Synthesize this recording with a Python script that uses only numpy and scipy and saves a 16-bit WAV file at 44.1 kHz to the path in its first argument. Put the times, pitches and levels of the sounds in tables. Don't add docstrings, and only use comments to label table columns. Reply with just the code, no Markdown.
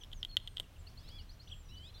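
import sys
import numpy as np
from scipy import signal
from scipy.fft import rfft, irfft, next_fast_len
from scipy.io import wavfile
from scipy.ndimage import map_coordinates

SR = 44100
rng = np.random.default_rng(int(sys.argv[2]) if len(sys.argv) > 2 else 0)


def inscribe(sig):
    pcm = np.round(np.clip(np.atleast_2d(sig).T, -1, 1) * 32767)
    wavfile.write(sys.argv[1], SR, pcm.astype(np.int16))


N = 88200

# (time [s], level [dB], treble boost [dB])
KNOCK_HITS = [(.0355, -39, -15), (0.0392, -45.5, 6), (0.0466, -48, 0), (.1168, -48.5, -6), (0.127, -47, 0),
              (.1306, -36.5, -16), (0.1332, -37, -2.5), (0.2298, -25, -16), (0.2494, -29, -2.5),
              (0.2512, -38, -18), (.3145, -50, 3), (0.369, -15, -3), (.4005, -45.5, -7),
              (0.475, -32.5, -4.5), (0.4786, -35.5, -3), (0.5666, -47, -6), (0.5704, -28, -8),
              (0.5818, -33.5, -14), (.599, -23.5, 2), (0.63, -56, -7)]
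# (frequency [Hz], relative level [dB])
HOUSING_SPECTRUM = [(200, -46), (1050, -42), (1480, -21.5), (1750, -34), (2000, -16.5), (2350, -32.5),
                    (2750, -13), (3030, 0), (3310, 1.5), (3620, -5), (4000, -16.5), (4700, -24),
                    (6100, -30.5), (6740, -21.5), (8000, -28.5), (10300, -36), (11150, -22.5), (13800, -40),
                    (15000, -81)]
# (delay [s], gain [dB])
REFLECTIONS = [(.0031, -13.5), (.0047, -21), (.008, -24)]
TREBLE_FROM_HZ, TREBLE_FULL_HZ = 5500, 7400
CONTACT_S, KNOCK_COLOUR_DB = 0.00004, 0.85

def knocks():
    track = np.zeros(N + SR)
    hz, t = np.fft.rfftfreq(4096, 1 / SR), np.arange(4096) / SR
    housing = along(HOUSING_SPECTRUM, hz)
    treble_shelf = along([(TREBLE_FROM_HZ, 0), (TREBLE_FULL_HZ, 1)], hz)
    attack = 1 - np.exp(-(t + 1 / SR) / CONTACT_S)
    for start, db, treble_db in KNOCK_HITS:
        colour_db = KNOCK_COLOUR_DB * np.interp(hz, np.linspace(0, SR / 2, 40), rng.standard_normal(40))
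        hit = ring(housing + treble_db * treble_shelf + colour_db) * attack
        track[round(start * SR):][:len(hit)] += amp(db) * hit / np.abs(hit).max()
    direct = track[:N]
    slapback = lambda f: sum(amp(db) * np.exp(-2j * np.pi * f * delay) for delay, db in REFLECTIONS)
    tail = amp(-24) * reverb(direct, t60=0.33, delay=0.0043)
    return direct + filtered(direct, slapback) + tail


# (frequency [Hz], relative level [dB])
SCUFF_SPECTRUM = [(100, 2), (320, 0), (550, 8.5), (1100, -6), (2500, 0), (4500, -25), (8300, -3),
                  (10000, -7), (12000, -8), (15000, -41)]
THUD_SPECTRUM = [(100, -8), (300, 5), (550, 0), (1000, -10), (2000, -9.5), (5000, -33)]
SCUFF_AT_S, SCUFF_ATTACK_S, THUD_AT_S = 0.5975, 0.0018, 0.5995

def landing():
    age = np.maximum(clock() - SCUFF_AT_S, 0)
    attack = 1 - np.exp(-age / SCUFF_ATTACK_S)
    track = amp(-44) * noise(SCUFF_SPECTRUM) * attack * decay(age, t60=0.038)
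    thud = amp(-44) * ring(along(THUD_SPECTRUM, np.fft.rfftfreq(4096, 1 / SR)))
    track[round(THUD_AT_S * SR):][:len(thud)] += thud
    return track


def birds():
    song = upsweeps() + thin_whistles() + chips() + side_tones() + twitter() + slurs()
    return song + amp(-12.5) * reverb(song, t60=0.21)


# (time [s], length [s], level [dB])
RISING_CHIRPS = [(0.86, 0.052, -57), (.966, 0.059, -57), (1.07, 0.062, -56.5), (1.179, 0.064, -57.5),
                 (1.285, 0.061, -58), (1.391, 0.065, -57.5)]
UP_START_HZ, UP_OCTAVES, UP_BEND = 4018, 0.67, 1.34
UP_ATTACK_S, UP_HOLD_S, UP_DROP_S, UP_DROP_DB, UP_RELEASE_SHARE = 0.011, 0.0059, 0.022, 12.5, 0.24

def upsweeps():
    song = np.zeros(N)
    for start, length, db in RISING_CHIRPS:
        u = progress(start, length)
        attack = progress(start, UP_ATTACK_S) ** 2
        drop_db = UP_DROP_DB * progress(start + UP_ATTACK_S + UP_HOLD_S, UP_DROP_S)
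        release = np.minimum((1 - u) / UP_RELEASE_SHARE, 1)
        pitch = UP_START_HZ * 2 ** (UP_OCTAVES * u ** UP_BEND)
        song += amp(db - drop_db) * attack * release * bird_tone(pitch)
    return song + amp(-14) * reverb(song, t60=0.58)


# (time [s], pitch [Hz], level [dB])
SLUR_CURVES = [
    [(.28, 4150, -70), (.294, 4350, -59), (.31, 4320, -56), (.342, 4230, -55), (.358, 4230, -74.5),
     (.44, 4190, -70.5), (.56, 4140, -84)],
    [(1.03, 2550, -86), (1.09, 2800, -69), (1.12, 3290, -60.5), (1.155, 3390, -58.5), (1.182, 3350, -59.5),
     (1.198, 2980, -59), (1.21, 2870, -62.5), (1.228, 2550, -89)],
    [(1.509, 2400, -62), (1.516, 3050, -53), (1.521, 3393, -47.5), (1.53, 3196, -49), (1.54, 2790, -58.5),
     (1.548, 2450, -70)],
    [(1.69, 2620, -70), (1.712, 2730, -66.5), (1.727, 2980, -58.5), (1.75, 2950, -60.5),
     (1.785, 3020, -58.5), (1.827, 3080, -59), (1.853, 3380, -55.5), (1.878, 3850, -58),
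     (1.91, 4250, -67.5)],
]

def slurs():
    t, song = clock(), np.zeros(N)
    for curve in SLUR_CURVES:
        times, hz, db = np.transpose(curve)
        gate = np.clip(np.minimum(t - times[0], times[-1] - t) / 0.003, 0, 1)
        song += amp(np.interp(t, times, db)) * gate * bird_tone(np.interp(t, times, hz))
    return song + amp(-24) * reverb(song, t60=0.37)


# (time [s], length [s], start pitch [Hz], middle pitch [Hz], end pitch [Hz], level [dB])
CHIP_NOTES = [(0.01, 0.017, 3450, 3204, 2930, -58), (.63, .02, 3050, 2910, 2640, -65.5),
              (0.757, 0.016, 3050, 2860, 2430, -65.5), (0.785, 0.039, 7200, 7650, 6950, -70.5),
              (0.866, 0.016, 3100, 2820, 2570, -62), (1.424, .018, 5840, 6600, 6460, -77),
              (1.686, .028, 4700, 5350, 5500, -68.5), (1.734, .022, 5600, 5880, 5900, -68.5),
              (1.748, 0.017, 3000, 3350, 3900, -66.5), (1.768, 0.026, 4400, 4640, 5100, -64),
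              (1.894, 0.016, 2830, 3240, 3680, -63.5), (1.937, 0.067, 3580, 3540, 3450, -65.5),
              (1.938, 0.039, 3830, 4170, 4050, -61), (1.94, 0.016, 5450, 5800, 5900, -69),
              (1.958, 0.029, 3440, 3900, 3930, -61), (1.975, .03, 4450, 4680, 5100, -66)]

def chips():
    song = np.zeros(N)
    for start, length, *pitches, db in CHIP_NOTES:
        u = progress(start, length)
        song += amp(db) * swell(u) * bird_tone(arch(u, pitches))
    return song


# (time [s], length [s], start pitch [Hz], end pitch [Hz], level [dB])
TWITTER_NOTES = [(1.3, 0.016, 3330, 4500, -73), (1.472, 0.012, 2600, 3770, -58),
                 (1.482, 0.014, 4580, 5300, -73), (1.482, 0.013, 3550, 4470, -61.5),
                 (1.497, 0.013, 2640, 3570, -59)]

def twitter():
    song = np.zeros(N)
    for start, length, start_hz, end_hz, db in TWITTER_NOTES:
        u = progress(start, length)
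        pitch = start_hz + (end_hz - start_hz) * u
        rasp = 1 + 0.0573 * wobble(rate=900)
        song += amp(db) * swell(u) * bird_tone(pitch * rasp)
    return song


# (time [s], length [s], start pitch [Hz], middle pitch [Hz], end pitch [Hz], level [dB])
SIDE_NOTES = [(.98, 0.0575, 3400, 3370, 3550, -72.5), (1.024, .07, 5000, 5150, 5640, -72),
              (1.03, 0.084, 3650, 3950, 4020, -68), (1.04, 0.07, 3180, 3490, 3800, -70),
              (1.09, 0.095, 4570, 5000, 4990, -70.5), (1.111, .1, 4270, 4680, 4600, -70.5),
              (1.12, 0.1, 2140, 2420, 2010, -73.5), (1.682, 0.059, 3730, 3960, 3820, -65.5),
              (1.732, 0.112, 3960, 4060, 4070, -73.5), (1.824, 0.0865, 2270, 2510, 2540, -71),
              (1.825, .075, 4400, 4890, 5170, -71.5)]

def side_tones():
    song = np.zeros(N)
    for start, length, *pitches, db in SIDE_NOTES:
        u = progress(start, length)
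        roughness = 1 + 0.0117 * wobble(rate=280)
        song += amp(db) * swell(u) * bird_tone(arch(u, pitches) * roughness)
    return song


# (time [s], length [s], start pitch [Hz], end pitch [Hz], bend [exponent], level [dB])
FALLING_WHISTLES = [(-.008, 0.066, 6390, 5000, 1.5, -67.5), (.138, 0.084, 6800, 5040, 1.5, -70),
                    (0.407, 0.26, 8840, 8200, 1, -76.5), (1.275, 0.098, 6150, 5820, 0.68, -81),
                    (1.45, 0.087, 6080, 5700, 0.83, -73), (1.487, .155, 7850, 7240, .9, -74.5),
                    (1.625, .12, 6000, 5450, 1.2, -75), (1.808, 0.078, 7720, 7330, 1.36, -76.5)]

def thin_whistles():
    song = np.zeros(N)
    for start, length, start_hz, end_hz, bend, db in FALLING_WHISTLES:
        u = progress(start, length)
        pitch = start_hz + (end_hz - start_hz) * u ** bend
        flicker_db = 2 * wobble(rate=56)
        song += amp(db + flicker_db) * swell(u) * bird_tone(pitch)
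    return song


# (frequency [Hz], relative level [dB])
TICK_SPECTRUM = [(200, -2), (700, 8), (2000, 2), (3300, -5), (6000, 0), (10000, -14), (15000, -13)]
TICK_AT_S = 1.0895

def tick():
    age = clock() - TICK_AT_S
    return amp(-51) * noise(TICK_SPECTRUM) * (age > 0) * decay(np.abs(age), t60=0.014)


# (frequency [Hz], relative level [dB])
RUMBLE_SPECTRUM = [(15, -13), (24, 1), (35, 2), (54, -10.5), (77, -1.5), (95, -5), (125, -12), (170, -20),
                   (260, -25), (400, -39), (800, -56.5)]
AIR_SPECTRUM = [(100, 1), (300, 3), (600, 1), (1200, -2.5), (2300, -6), (3200, -4), (4300, -9.5),
                (6500, -13.5), (10000, -17), (15500, -18)]
# (time [s], level [dB])
RUMBLE_RIDE = [(0.0, -57), (0.22, -49.5), (0.28, -52), (0.31, -51.5), (0.52, -53.5), (0.54, -51.5),
               (0.72, -56), (0.82, -52), (1.16, -50), (1.46, -55.5), (1.52, -50.5), (1.61, -55.5),
               (1.73, -48.5), (1.89, -56), (1.98, -52.5), (2.0, -59)]
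RUMBLE_TRIM_DB, AIR_DB, AIR_SWAY_DB, WHINE_DB, WHINE_HZ = 1, -66, 0.93, -96, 13630

def background():
    times, db = np.transpose(RUMBLE_RIDE)
    rumble = amp(np.interp(clock(), times, db) + RUMBLE_TRIM_DB) * noise(RUMBLE_SPECTRUM)
    air = amp(AIR_DB + AIR_SWAY_DB * wobble(rate=4.65)) * noise(AIR_SPECTRUM)
    whine = amp(WHINE_DB) * np.sqrt(2) * np.sin(2 * np.pi * WHINE_HZ * clock())
    return rumble + air + whine


def bird_tone(hz):
    waver = 1 + 0.0043 * wobble(rate=220)
    flutter_db = 1.4 * wobble(rate=220)
    return amp(flutter_db) * np.sqrt(2) * np.sin(2 * np.pi * np.cumsum(hz * waver) / SR)


def progress(start, length):
    return np.clip((clock() - start) / length, 0, 1)


def swell(u):
    return np.sin(np.pi / 2 * np.clip(np.minimum(u, 1 - u) / 0.25, 0, 1))


def arch(u, pitches):
    return np.polyval(np.polyfit([0, 0.5, 1], pitches, 2), u)


def amp(db):
    return 10 ** (np.asarray(db) / 20)


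def decay(age, t60):
    return np.exp(-np.log(1000) * age / t60)


def along(points, hz):
    frequencies, values = np.transpose(points)
    return np.interp(np.log(hz + 1), np.log(frequencies + 1), values)


def clock():
    return np.arange(N) / SR


def wobble(rate):
    return map_coordinates(rng.standard_normal(4096), [clock() * rate], mode="wrap")


def filtered(x, response):
    size = next_fast_len(N + SR // 2)
    return irfft(rfft(x, size) * response(np.fft.rfftfreq(size, 1 / SR)), size)[:N]


def noise(spectrum):
    x = filtered(rng.standard_normal(N), lambda hz: amp(along(spectrum, hz)))
    return x / np.sqrt(np.mean(x ** 2) + 1e-20)


def ring(gain_db):
    cepstrum = irfft(np.log(amp(gain_db)))
    half = len(cepstrum) // 2
    cepstrum[1:half] *= 2
    cepstrum[half + 1:] = 0
    impulse = irfft(np.exp(rfft(cepstrum)))
    return impulse / np.abs(impulse).max()


def reverb(x, t60, delay=0.011):
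    t = clock()
    tail = rng.standard_normal(N) * decay(t, t60) * (t > delay)
    return signal.fftconvolve(x, tail / np.linalg.norm(tail))[:N]


def scene():
    return (knocks() + landing() + tick() + birds() + background())[None]


TOP_HZ = 15950

def record(dry):
    return np.array([filtered(x, lambda hz: hz < TOP_HZ) for x in dry])


dry = scene()
out = record(dry)
inscribe(out)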